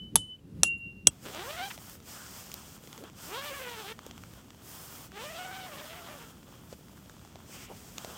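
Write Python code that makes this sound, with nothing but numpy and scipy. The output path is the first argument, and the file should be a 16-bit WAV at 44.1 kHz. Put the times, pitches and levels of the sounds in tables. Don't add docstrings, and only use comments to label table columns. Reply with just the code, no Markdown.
import sys
import numpy as np
from scipy import signal
from scipy.fft import rfft, irfft
from scipy.io import wavfile
from scipy.ndimage import uniform_filter1d

SR = 44100
rng = np.random.default_rng(int(sys.argv[2]) if len(sys.argv) > 2 else 0)


def output_pcm(signal):
    pcm = np.clip(np.atleast_2d(signal).T, -1, 1) * 32767
    wavfile.write(sys.argv[1], SR, np.round(pcm).astype(np.int16))


def invert_db(x):
    u = np.asarray(x, float) / 20
    return 10 ** u


N = 360297
TIME = np.arange(N) / SR
SCENE_CHANGE_S = 1.101

BLOW_S = [.1567, .6332, 1.0709]
# [f/Hz, level/dB]
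WEAVE = [(8000, -16), (9200, 1.5), (11500, 0), (13500, 4.5), (14800, 7), (16000, 1.5)]


def unit(x):
    return x / np.sqrt(np.mean(x ** 2))


def colour(x, points):
    hz, db = np.transpose(points)
    bins = np.maximum(np.fft.rfftfreq(len(x), 1 / SR), 1)
    gain = invert_db(np.interp(np.log(bins), np.log(hz), db))
    return unit(irfft(rfft(x) * gain, len(x)))


def walk(rate):
    hold = int(SR / rate)
    steps = np.repeat(rng.standard_normal(N // hold + 1), hold)
    smooth = uniform_filter1d(uniform_filter1d(steps, hold), hold)
    return unit(smooth[:N])


def add(out, sound, s):
    i = int(s * SR)
    out[i:i + len(sound)] += sound[:N - i]


def grit(spread_db):
    slip_size = np.minimum(rng.exponential(1, N), 7)
    return rng.standard_normal(N) * invert_db(spread_db * slip_size)


def wind():
    # [t/s, rise/s, level/dB]
    puffs = [(0.037, 0.043, -48.5), (.18, 0.077, -44), (.52, 0.1, -49), (.61, .08, -40),
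             (.68, 0.036, -54.5), (.87, 0.052, -57.5), (.97, 0.0214, -57), (1.074, 0.026, -48)]
    # [f/Hz, level/dB]
    rumble = [(24, -39), (40, -2.5), (203, -1), (247, -8), (279, -5.5), (460, -19), (713, -47),
              (1500, -52.5), (1950, -89.5), (3300, -120)]
    # [f/Hz, level/dB]
    hiss = [(290, -25), (500, -2.5), (561, -7.5), (667, -12.5), (2280, -21.5), (2830, -15.5), (2950, -21.5),
            (15800, -29.5)]
    breeze_db, fall_s = -58, 0.054
    field_db, hiss_in_puff_db = -69, -27.5

    push = invert_db(breeze_db)
    for s, rise, db in puffs:
        growing = np.clip(1 + (TIME - s) / rise, 0, 1)
        dying = np.exp((s - np.maximum(TIME, s)) / fall_s)
        push = push + invert_db(db) * np.where(TIME < s, growing, dying)
    gusty = invert_db(2.5 * walk(45))
    buffets = push * gusty * colour(rng.standard_normal(N), rumble)
    hiss_level = invert_db(field_db + 1.5 * walk(3.4)) + invert_db(hiss_in_puff_db) * push
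    return buffets + hiss_level * colour(rng.standard_normal(N), hiss)


def country_hum():
    # [f/Hz, level/dB]
    hum = [(18, -49), (30, -3), (93, 1), (193, 1), (343, -6.5), (1060, -25.5), (1610, -25.5), (3360, -24),
           (3830, -29), (7760, -29), (12400, -53), (14600, -48.5), (15800, -37.5)]
    level_db = -53.5
    return invert_db(level_db + 0.73 * walk(2.3)) * colour(rng.standard_normal(N), hum)


def scuffs():
    # [t/s, length/s, centre f/Hz, width/Hz,
    # level/dB]
    drags = [(1.239, 0.11, 352.6, 300, -49), (1.701, 0.027, 1510, 2650, -40.5),
             (2.145, 0.16, 1470, 250, -52.5), (2.979, 0.096, 336, 294, -48), (4.648, 0.46, 845, 400, -60),
             (7.506, 0.28, 2600, 900, -56), (7.685, 0.066, 600, 503, -47.5), (8.036, 0.15, 358, 400, -51)]
    out = np.zeros(N)
    for s, length, hz, width, db in drags:
        swell = np.sin(np.pi * np.clip((TIME - s) / length, 0, 1) ** .6)
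        band = [(hz / 3, -40), (max(hz - width / 2, hz / 2), -3), (hz + width / 2, -3), (hz + 3 * width, -30)]
        out += invert_db(db) * swell * colour(grit(3.0), band)
    return out


def ticks():
    # [t/s, knock level/dB, snap above knock/dB, spit above knock/dB]
    clear_ticks = [(1.253, -37, -10, -13), (1.348, -34, -1, -13), (1.778, -36.5, -3.5, -12.5),
                   (1.897, -44, -2.5, 6), (2.517, -50, 13, 7), (2.541, -43.5, 10.5, 17),
                   (2.874, -39.5, -0.5, -16), (2.929, -38.5, 1, -14), (2.961, -50, -9, -10.5),
                   (2.978, -39, 0, -7.5), (3.039, -33, -11, -19), (3.099, -45.5, -4, -18.5),
                   (3.991, -31, -9, -24.5), (4.034, -49.5, 0.5, -19), (4.065, -33, -8, -10.5),
                   (4.111, -39.5, 3, -21), (4.179, -43, 2, -15), (4.237, -33.5, -11, -22.5),
                   (4.337, -49, 4, -15), (4.505, -50, 6, -18), (5.119, -37.5, -13.5, -15),
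                   (5.812, -38, -6, -21), (6.727, -30, -15, -27), (7.097, -35.5, -12, -27),
                   (7.194, -46, -7.5, -21), (7.25, -39, -15, -22), (7.357, -35.5, -9.5, -30),
                   (7.403, -41.5, -12.5, -20.5), (7.982, -31.5, 4, -19.5), (8.047, -28.5, -5.5, -19)]
    # [f/Hz, level/dB]
    snap_colour = [(1000, -41), (2000, 2.5), (3300, 2), (5000, -3.5), (7000, 1), (9000, -22)]
    knock_low_hz, knock_octaves = 474, 1.83
    small_per_s, small_db, small_spread_db = 45, -48.5, 2.5
    small_snap_db, small_spit_db = -10, -22

    when = np.arange(SCENE_CHANGE_S + .12, N / SR - .05, 1 / small_per_s)
    small_ticks = []
    for s, (a, b, c, d) in zip(when, rng.standard_normal((len(when), 4))):
        late = abs(a) / small_per_s
        small_ticks.append((s + late, small_db + small_spread_db * b, small_snap_db + 3 * c, small_spit_db + 4 * d))

    out, t = np.zeros(N), TIME[:SR // 40]
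    fast = np.exp(-t / .001)
    for s, db, snap_db, spit_db in list(clear_ticks) + small_ticks:
        hz = knock_low_hz * 2 ** (knock_octaves * rng.random())
        noise = rng.standard_normal(len(t))
        knock = np.sin(2 * np.pi * hz * t) * np.exp(-t * hz / 1.2)
        snap = colour(noise, snap_colour) * fast
        spit = colour(noise, WEAVE) * fast ** 2
        snap = invert_db(snap_db + 6) * snap / abs(snap).max()
        spit = invert_db(spit_db + 6.5) * spit / abs(spit).max()
        add(out, invert_db(db - 0.5) * (knock + snap + spit), min(s, 8.1))
    return out


def nylon():
    # [t/s, length/s, swish level/dB, folds above swish/dB, weave above swish/dB]
    strokes = [(1.183, 0.39, -51, -6.5, -2.5), (1.383, 0.4, -48.5, -5.5, -3), (1.71, 0.28, -55, -6, 0),
               (2.01, .5, -49.5, -6.5, -3), (2.397, .4, -54, -3.5, -3), (2.748, 0.29, -59, 0.5, -2),
               (3.018, 0.093, -56.5, 10, -10), (3.135, .3, -48.5, -4, -2.5), (3.349, .6, -50.5, -2.5, 0),
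               (3.948, 0.28, -61.5, 4.5, -4), (4.125, .33, -61, -0.5, -1.5), (4.598, .5, -52, -4.5, 1),
               (5.122, .5, -51.5, -3, -2.5), (5.494, .85, -53.5, 1.5, -1.5), (6.41, 0.247, -63.5, 5, -8),
               (6.673, 0.084, -51.5, -2.5, -12), (6.998, 0.54, -63.5, 1.5, -4),
               (7.438, 0.25, -51, -5, -6.5), (7.671, 0.84, -56, -5, -2.5), (7.918, .3, -52, 0, -5.5)]
    # [f/Hz, level/dB]
    swish_colour = [(3000, -1.5), (3800, -5), (5000, 3), (6500, 2.5), (8500, 2), (9500, -15)]
    # [f/Hz, level/dB]
    fold_colour = [(120, -54), (220, -8), (350, -4.5), (800, 3), (1400, 5), (2200, -11.5), (3300, 2),
                   (4200, -15.5), (6000, -33)]
    attack_s, release_s, sag_db_per_s, rest_db = 0.099, 0.04, -5.5, -67

    swish, folds, weave = np.full((3, N), invert_db(rest_db))
    for s, length, db, folds_db, weave_db in strokes:
        t = np.clip(TIME - s, 0, length)
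        swell = np.clip(np.minimum(t / attack_s, (length - t) / release_s), 0, 1)
        rub = invert_db(db + sag_db_per_s * t) * swell
        swish = np.maximum(swish, rub)
        folds = np.maximum(folds, rub * invert_db(folds_db))
        weave = np.maximum(weave, rub * invert_db(weave_db))

    slips, creases = grit(1.2), grit(3)
    flicker = invert_db(.9 * walk(30))
    swishing = swish * colour(slips, swish_colour)
    hissing = weave * invert_db(1.1 * walk(6)) * colour(slips, WEAVE)
    crackling = folds * invert_db(1.8 * walk(45)) * colour(creases, fold_colour)
    return flicker * (swishing + hissing + crackling)


def follow(table):
    s, *columns = np.transpose(table)
    gate = np.clip(np.minimum(TIME - s[0], s[-1] - TIME) / .004 + 1, 0, 1)
    return [gate] + [np.interp(TIME, s, column) for column in columns]


def flexing_tape(x):
    patchy_db, bands = 5, 8
    octave = np.log2(np.maximum(np.fft.rfftfreq(N, 1 / SR), 1) / 400)
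    place = np.clip(octave / .45, 0, bands - 1)
    spectrum, out = rfft(x), 0
    for k in range(bands):
        band = irfft(spectrum * np.clip(1 - abs(place - k), 0, 1), N)
        out = out + invert_db(patchy_db * np.minimum(walk(45), .7)) * band
    return out


def zips():
    # [t/s, teeth per second/Hz, level/dB]
    pulls = [
        [(1.24, 173.0, -54), (1.26, 191.1, -45.5), (1.306, 221.9, -48.5), (1.402, 351.3, -40),
         (1.436, 440.1, -43.5), (1.532, 644.3, -42.5), (1.562, 641.8, -44), (1.614, 768.1, -38.5),
         (1.684, 798.1, -45)],
        [(3.25, 240.5, -56), (3.308, 383.8, -42), (3.366, 493.7, -38.5), (3.422, 576.3, -43), (3.5, 579.2, -42),
         (3.816, 426.9, -45), (3.834, 387.3, -49), (3.86, 392.6, -43.5), (3.925, 465.1, -44.5)],
        [(5.11, 384.7, -61), (5.174, 408.3, -42), (5.274, 613.2, -44.5), (5.474, 755.0, -43.5),
         (5.662, 756.7, -47), (5.732, 585.4, -46.5), (5.984, 691.7, -50.5), (6.236, 483.0, -53),
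         (6.27, 435.9, -62)],
    ]
    snags = [(1.4, .7), (.9, 1.1), (.7, 2.2)]
    # [f/Hz, level/dB]
    slider = [(120, -50), (230, -9), (340, 1), (750, 0), (1300, -3), (2300, -6), (3300, -5), (4500, -14),
              (8000, -31), (16000, -35)]
    scatter, scatter_db = .028, 2.2
    wobble, surge = .024, .015
    tape_ring_s = .0016

    out, t = 0, TIME[:256]
    for pull, snag in zip(pulls, snags):
        gate, hz, db = follow(pull)
        rough = np.interp(np.cumsum(gate) / gate.sum(), (0, 1), snag)
        speed = gate * hz * (1 + wobble * walk(100) + surge * rough * walk(55))
        teeth = np.cumsum(speed) / SR
        at = np.interp(np.arange(1, int(teeth[-1])), teeth + TIME * 1e-6, np.arange(N))
        chance = rng.standard_normal((len(at), 2)).clip(-1.8, 1.8)
        chance = chance * np.linspace(*snag, len(at))[:, None]
        at = at + scatter * chance[:, 0] * SR / hz[at.astype(int)]
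        size = invert_db(scatter_db * chance[:, 1])
        whole = at.astype(int)
        clicks = np.bincount(whole, size * (whole + 1 - at), N)
        clicks = clicks + np.bincount(whole + 1, size * (at - whole), N)
        tape = rfft(rng.standard_normal(len(t)) * np.exp(-t / tape_ring_s), N)
        clicks = irfft(rfft(clicks) * tape / abs(tape), N)
        out = out + colour(clicks, slider) * np.sqrt(np.mean(gate)) * invert_db(db - 0.5)
    return flexing_tape(out)


def long_ring():
    ring_hz = [3012, 2758]
    # [from t/s, to t/s, level/dB]
    first_swells = [(-.15, .13, -39), (.127, 0.29, -38), (0.273, 0.37, -42), (.385, 0.399, -65)]
    # [from t/s, to t/s, level/dB]
    second_swells = [(0.609, 0.786, -26.5), (0.772, 0.948, -39.5), (0.93, 1.053, -53.5),
                     (1.046, 1.156, -49)]
    sag_db_per_s, before_blow_db = -42.5, -28

    out = 0
    for hz, swells in zip(ring_hz, (first_swells, second_swells)):
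        tone = np.sqrt(2) * np.sin(2 * np.pi * hz * TIME)
        for start, end, db in swells:
            faint_db = sum(before_blow_db * (TIME < s) for s in BLOW_S[:2] if start < s < end)
            sag_db = sag_db_per_s * np.clip(TIME - start, 0, 1)
            swell = np.sin(np.pi * np.clip((TIME - start) / (end - start), 0, 1))
            out = out + swell * invert_db(db + sag_db + faint_db) * tone
    return out


def ringing(hz, db, t60, t):
    phase = rng.uniform(0, 2 * np.pi, (len(hz), 1))
    tones = np.sin(2 * np.pi * hz[:, None] * t + phase)
    fades = 1000 ** (-t / t60[:, None])
    return np.sum(invert_db(db)[:, None] * tones * fades, axis=0)


def hammer():
    # [peak level/dB, scatter level/dB, scatter t60/s, rebound delay/s, rebound level/dB]
    blows = [
        (-9, -26.5, .06, 0.0047, -8),
        (-9, -33, 0.091, 0.00082, -13),
        (-6, -34.5, 0.033, .0012, -1),
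    ]
    first_hz = [890, 3490, 3590, 4500, 6330, 7520, 7817, 8290, 8760, 8840, 9900, 10500, 11180, 13300]
    second_hz = [1350, 2780, 3260, 3560, 4140, 5582, 5800, 6680, 7181, 8043, 9175, 10272, 12650, 13850]
    # [crack/dB, crack t60/s, after-ring/dB, its t60/s]
    strike_one = [(-6.5, 0.012, -32, .07), (-4, 0.021, -24.5, 0.06), (-1, .012, -22, 0.058),
                  (-14, .008, -35.5, 0.058), (-3.5, .012, -38.5, .12), (-12, .01, -38.5, .14),
                  (-3, .012, -37, .16), (-6.5, .012, -58, .1), (-14, .01, -24, 0.064),
                  (-13.5, .01, -35, .24), (2.5, .014, -33, .11), (-5, .01, -37.5, .05), (2, .014, -37, .17),
                  (-18, .008, -52, .09)]
    # [crack/dB, crack t60/s, after-ring/dB, its t60/s]
    strike_two = [(-12.5, .008, -40.5, .05), (-2, 0.0077, -40, .05), (-8, .008, -24.5, 0.051),
                  (-2.5, 0.008, -41, .05), (-6.5, 0.0068, -35.5, 0.065), (-5, 0.012, -36, .094),
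                  (5, .007, -32, .09), (-1.5, .008, -36.5, .14), (-3.5, 0.016, -35, .2),
                  (-1, .012, -34, .15), (1.5, 0.0096, -40, .13), (-8.5, 0.033, -34, .2),
                  (-13, 0.01, -54, .05), (-19.5, .008, -53.5, .05)]
    # [crack/dB, crack t60/s, after-ring/dB, its t60/s]
    strike_three = [(-28.5, .008, -46.5, 0.046), (-7.5, .016, -28, 0.05), (-13, .009, -24, 0.073),
                    (-6, .006, -44, 0.038), (-9, 0.0025, -42.5, .05), (-11.5, 0.0026, -39.5, 0.076),
                    (3, .009, -32.5, .1), (-6.5, 0.02, -41.5, 0.054), (-12, .008, -42, 0.18),
                    (0.5, .014, -11, 0.055), (0, 0.02, -23.5, 0.029), (-13, 0.022, -20.5, .046),
                    (-21.5, .008, -44, .06), (-21, .008, -57.5, .05)]
    # [f/Hz, level/dB]
    scatter_colour = [(700, -14.5), (1000, -8), (2000, -13.5), (3500, -2.5), (5000, -6.5), (7500, 1),
                      (10500, -13.5), (12000, -29), (16000, -29.5)]
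    # [f/Hz, level/dB]
    thud_colour = [(60, -28), (130, -7.5), (300, -4.5), (500, -2.5), (850, -7.5), (1300, -3.5), (2200, -19)]
    thud_db, thud_t60_s = -22, 0.033
    flutter_db, flutter_grows_s = 5, .05

    out, t = np.zeros(N), TIME[:SR // 3]
    contact = np.minimum(t / .00015, 1)
    stakes = map(np.array, (first_hz, second_hz, second_hz))
    strikes = (strike_one, strike_two, strike_three)
    for s, blow, hz, strike in zip(BLOW_S, blows, stakes, strikes):
        db, scatter_db, scatter_t60, lag, rebound_db = blow
        crack_db, crack_t60, ring_db, ring_t60 = np.transpose(strike)
        rebound = invert_db(db + rebound_db) * ringing(hz, crack_db, crack_t60, t)
        add(out, contact * rebound, s + lag)

        crack = ringing(hz, crack_db, crack_t60, t)
        flutter = invert_db(flutter_db * walk(70)[:len(t)] * np.minimum(t / flutter_grows_s, 1))
        after_ring = flutter * ringing(hz, ring_db + 2.0, ring_t60, t)
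        steel = invert_db(db) * (crack + after_ring)
        fade = invert_db(scatter_db) * 1000 ** (-t / scatter_t60) + invert_db(scatter_db - 25) * 1000 ** (-t / .3)
        scatter = fade * colour(rng.standard_normal(len(t)), scatter_colour)
        thud = invert_db(thud_db) * colour(rng.standard_normal(len(t)), thud_colour) * 1000 ** (-t / thud_t60_s)
        add(out, contact * (steel + scatter + thud), s)
    return out


def scene():
    after = np.clip((TIME - SCENE_CHANGE_S) / .0005, 0, 1)
    hammering = wind() + long_ring() + hammer()
    tent_door = country_hum() + scuffs() + ticks() + nylon() + zips()
    return ((1 - after) * hammering + after * tent_door)[None]


def top_cut(x):
    return signal.sosfilt(signal.butter(12, 15900, fs=SR, output="sos"), x)


def record(dry):
    heard = signal.sosfilt(signal.butter(4, 46, "high", fs=SR, output="sos"), dry)
    return top_cut(np.clip(heard, -1, 1))


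dry = scene()
out = record(dry)
output_pcm(out)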